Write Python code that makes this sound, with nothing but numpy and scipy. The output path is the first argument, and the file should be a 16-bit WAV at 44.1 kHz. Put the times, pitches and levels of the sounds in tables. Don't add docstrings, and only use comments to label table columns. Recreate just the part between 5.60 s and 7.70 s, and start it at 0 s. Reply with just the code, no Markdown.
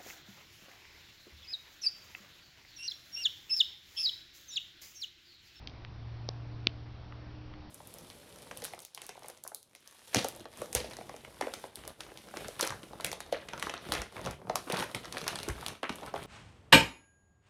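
import sys
import numpy as np
from scipy import signal
from scipy.fft import rfft, irfft, next_fast_len
from scipy.io import wavfile
from scipy.ndimage import uniform_filter1d, map_coordinates

SR = 44100
rng = np.random.default_rng(int(sys.argv[2]) if len(sys.argv) > 2 else 0)


def store_wav(level_fs):
    pcm = np.round(np.clip(np.atleast_2d(level_fs), -1, 1) * 32767)
    wavfile.write(sys.argv[1], SR, pcm.T.astype(np.int16))


N = 92610
TIME = np.arange(N) / SR
MS = .001


def gain(db):
    return 10 ** (np.asarray(db) / 20)


def value_at(points, hz):
    freqs, values = np.transpose(points)
    return np.interp(np.log(hz + 1), np.log(freqs + 1), values)


def curves(rows):
    times, *columns = np.transpose(rows)
    return [np.interp(TIME, times, column) for column in columns]


def normalise(x):
    return x / np.sqrt(np.mean(x ** 2) + 1e-20)


def wobble(rate):
    return map_coordinates(rng.standard_normal(int(N * rate / SR) + 4), [TIME * rate])


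def tone(hz):
    return np.sqrt(2) * np.sin(2 * np.pi * (np.cumsum(hz) / SR + rng.random()))


def blip(at, hz, half_ms):
    since = TIME - at
    return np.exp(-(since / MS / half_ms) ** 2) * np.sin(2 * np.pi * hz * since)


def filtered(x, response):
    size = next_fast_len(N + SR // 2)
    return irfft(rfft(x, size) * response(np.fft.rfftfreq(size, 1 / SR)), size)[:N]


def resonate(x, bands):
    def bell(f, hz, width_hz, db):
        detune, damping = hz * hz - f * f, 1j * f * width_hz
        return (detune + damping * gain(db / 2)) / (detune + damping / gain(db / 2))
    return filtered(x, lambda f: np.prod([bell(f, *band) for band in bands], axis=0))


# (frequency [Hz], relative level [dB])
HISS_SHAPE = [(20, -73.5), (45, -79), (90, -77), (170, -82), (330, -84), (480, -89), (800, -87.5),
              (1400, -94.5), (3000, -99.4), (4600, -101), (5600, -109.5), (6200, -118), (6750, -125),
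              (7150, -130)]

def hiss(level_db=-52.5, patchy_db=1.28):
    spectrum = signal.stft(rng.standard_normal(N), nperseg=512)[2]
    patches = uniform_filter1d(rng.standard_normal(spectrum.shape), size=5, axis=0)
    patches = uniform_filter1d(patches, size=12, axis=1)
    noise = signal.istft(spectrum * gain(patchy_db * normalise(patches)), nperseg=512)[1][:N]
    shaped = filtered(noise, lambda f: gain(value_at(HISS_SHAPE, f)))
    return gain(level_db) * normalise(shaped)


# (pitch [Hz], level [dB])
ELECTRIC_TONES = [(59.5, -56), (5342, -80.5), (5680, -85)]

def hum_and_whine(drift=0.0012):
    return sum(gain(db) * tone(hz * (1 + drift * wobble(49))) for hz, db in ELECTRIC_TONES)


# (time [s], pitch [Hz], level [dB])
MOTOR_MAIN = [(0, 113.2, -81.5), (0.101, 115.2, -59.5), (.25, 113.6, -50.5), (0.552, 115.2, -42.5),
              (.8, 117.6, -43.5), (1.102, 115.7, -45.5), (1.398, 117.9, -49), (1.852, 117.8, -49),
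              (2.1, 119.3, -63)]
MOTOR_HIGH = [(0, 299, -67), (.6, 298, -67.5), (.92, 300, -59), (1.2, 301, -60.5), (1.4, 296, -66.5),
              (1.6, 299, -60.5), (1.8, 305, -56), (1.98, 304, -56.5), (2.1, 302, -59)]
# (average pitch [Hz], start level [dB], end level [dB])
MOTOR_WEAK = [(74.2, -57.5, -54), (91.4, -65.5, -63), (138.3, -61.5, -76), (148.3, -61, -67),
              (191, -77, -65.5)]

def motor_drone(swell_share=0.15, waver_db=2, drift=0.0063):
    main_hz, main_db = curves(MOTOR_MAIN)
    high_hz, high_db = curves(MOTOR_HIGH)
    sound = gain(main_db + 1.1 * wobble(10.44)) * tone(main_hz)
    sound += gain(high_db + 0.23 * wobble(20)) * tone(high_hz)
    swell_db = swell_share * (main_db - main_db.mean())
    for hz, start_db, end_db in MOTOR_WEAK:
        level_db = np.linspace(start_db, end_db, N) + swell_db + waver_db * wobble(6)
        pitch = hz * main_hz / main_hz.mean() * (1 + drift * wobble(8.4))
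        sound += gain(level_db) * tone(pitch)
    return sound


# (delay [s], relative level [dB])
WALL_ECHOES = [(.0026, -28.5), (0.011, -35.5), (0.023, -32)]
# (frequency [Hz], time to fade by 60 dB [s])
ROOM_FADE = [(200, 0.32), (3000, 0.35), (7000, 0.99)]

def bedroom_echo(x, tail_db=-25.5):
    hz, seconds, spectrum = signal.stft(rng.standard_normal(SR // 3), SR, nperseg=256)
    fade = gain(-60 * seconds / value_at(ROOM_FADE, hz)[:, None])
    tail = signal.istft(spectrum * fade, SR, nperseg=256)[1]
    tail /= np.linalg.norm(tail)
    walls = filtered(x, lambda f: sum(gain(db) * np.exp(-2j * np.pi * f * delay)
                                      for delay, db in WALL_ECHOES))
    return walls + gain(tail_db) * signal.fftconvolve(x, tail)[:N]


# (time [s], level [dB], pitch [Hz], half length [ms], first touch [dB])
DULL_TICKS = [(.2495, -24.5, 1880, 0.13, -51), (1.525, -40, 1245, 0.8, -38),
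              (1.9398, -43, 1400, 0.68, -34.5)]
# (frequency [Hz], width [Hz], boost or cut [dB])
TICK_BANDS = [
    [(2200, 700, -0.5)],
    [(1200, 130, 3.5), (2000, 310, 12), (2780, 310, 10)],
    [(3200, 700, 3)],
]

def dull_ticks(touch_lead_ms=0.97, echo_boost_db=7):
    sound = np.zeros(N)
    for (at, db, hz, half_ms, touch_db), bands in zip(DULL_TICKS, TICK_BANDS):
        touch = gain(touch_db) * blip(at - touch_lead_ms * MS, hz=1640, half_ms=0.13)
        contact = gain(db) * blip(at, hz, half_ms)
        sound += resonate(touch + contact, bands)
    return sound + gain(echo_boost_db) * bedroom_echo(sound)


def tearing_film(at, hz, fall, half_ms, lowest_share=0.695, quiver_db=-4.5, quiver_ms=0.66):
    ms = (TIME - at) / MS
    pitch = hz * np.maximum(2 ** (-fall * np.clip(ms, -1, 10)), lowest_share)
    cycles = np.cumsum(pitch) / SR
    cycles -= np.interp(at, TIME, cycles)
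    tear = np.exp(-(ms / half_ms) ** 2)
    quiver = gain(quiver_db) * np.exp(-np.abs(ms) / quiver_ms) * (ms > 0)
    flutter = 1 + .12 * wobble(2400)
    return np.maximum(tear, quiver) * flutter * np.cos(2 * np.pi * cycles)


# (time [s], film level [dB],
# film pitch [Hz], pitch fall [octaves per ms], film half length [ms], split level [dB],
# crack level [dB], crack pitch [Hz], push level [dB], push pitch [Hz], air delay [ms], echo boost [dB])
BUBBLES = [(0.0742, -32, 3270, 0.73, 0.93, -34.5, -35.5, 2220, -54.5, 340, 0.47, 13.5),
           (0.69, -22, 4660, 0.48, 0.58, -34, -34, 990, -27.5, 482, -0.057, 0.5),
           (1.071, -9, 3340, 0.91, 0.36, -17.5, -23, 1124, -24, 260, 0.25, -6.5)]
# (frequency [Hz], width [Hz], boost or cut [dB])
BUBBLE_BANDS = [
    [(1700, 190, 8), (2400, 450, 2), (3210, 150, 8.5), (3970, 330, -3), (4700, 260, 2.5)],
    [(1100, 190, 9.5), (2350, 260, 6), (2990, 400, 10), (3820, 250, 1.5), (4360, 550, -7), (4910, 250, 1.5)],
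    [(700, 160, 8), (1420, 660, 8), (1950, 110, -7), (2110, 230, 4), (2840, 560, 1.5), (3630, 470, 4.5),
     (3840, 380, -4.5), (4690, 410, 4.5), (4970, 230, -8), (5270, 270, 4.5)],
]
# (frequency [Hz], width [Hz], boost [dB])
BUBBLE_ECHO_BANDS = [(5600, 580, 8), (4760, 900, 1), (3030, 390, 9.5)]

def bubble_pops(split_lead_ms=0.553, crack_half_cycles=0.23, push_half_cycles=0.46):
    sound = np.zeros(N)
    for bubble, bands, echo_band in zip(BUBBLES, BUBBLE_BANDS, BUBBLE_ECHO_BANDS):
        (at, film_db, film_hz, fall, half_ms, split_db,
         crack_db, crack_hz, push_db, push_hz, air_delay_ms, echo_db) = bubble
        split = gain(split_db) * blip(at - split_lead_ms * MS, hz=4590, half_ms=.21)
        film = gain(film_db) * tearing_film(at, film_hz, fall, half_ms)
        air_at = at + air_delay_ms * MS
        crack = gain(crack_db) * blip(air_at, crack_hz, crack_half_cycles / crack_hz / MS)
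        push = gain(push_db) * blip(air_at, push_hz, push_half_cycles / push_hz / MS)
        pop = resonate(split + film + crack + push, bands)
        echo = bedroom_echo(resonate(pop, [echo_band]))
        sound += pop + gain(echo_db) * echo
    return sound


def scene():
    return (bubble_pops() + dull_ticks() + motor_drone() + hiss() + hum_and_whine())[None]


def record(dry):
    top_hz, fade_width_hz = 7400, 1300
    def treble_cut(f):
        return np.sin(np.pi / 2 * np.clip((top_hz - f) / fade_width_hz, 0, 1)) ** 2
    return filtered(dry[0], treble_cut)[None]


dry = scene()
out = record(dry)
store_wav(out)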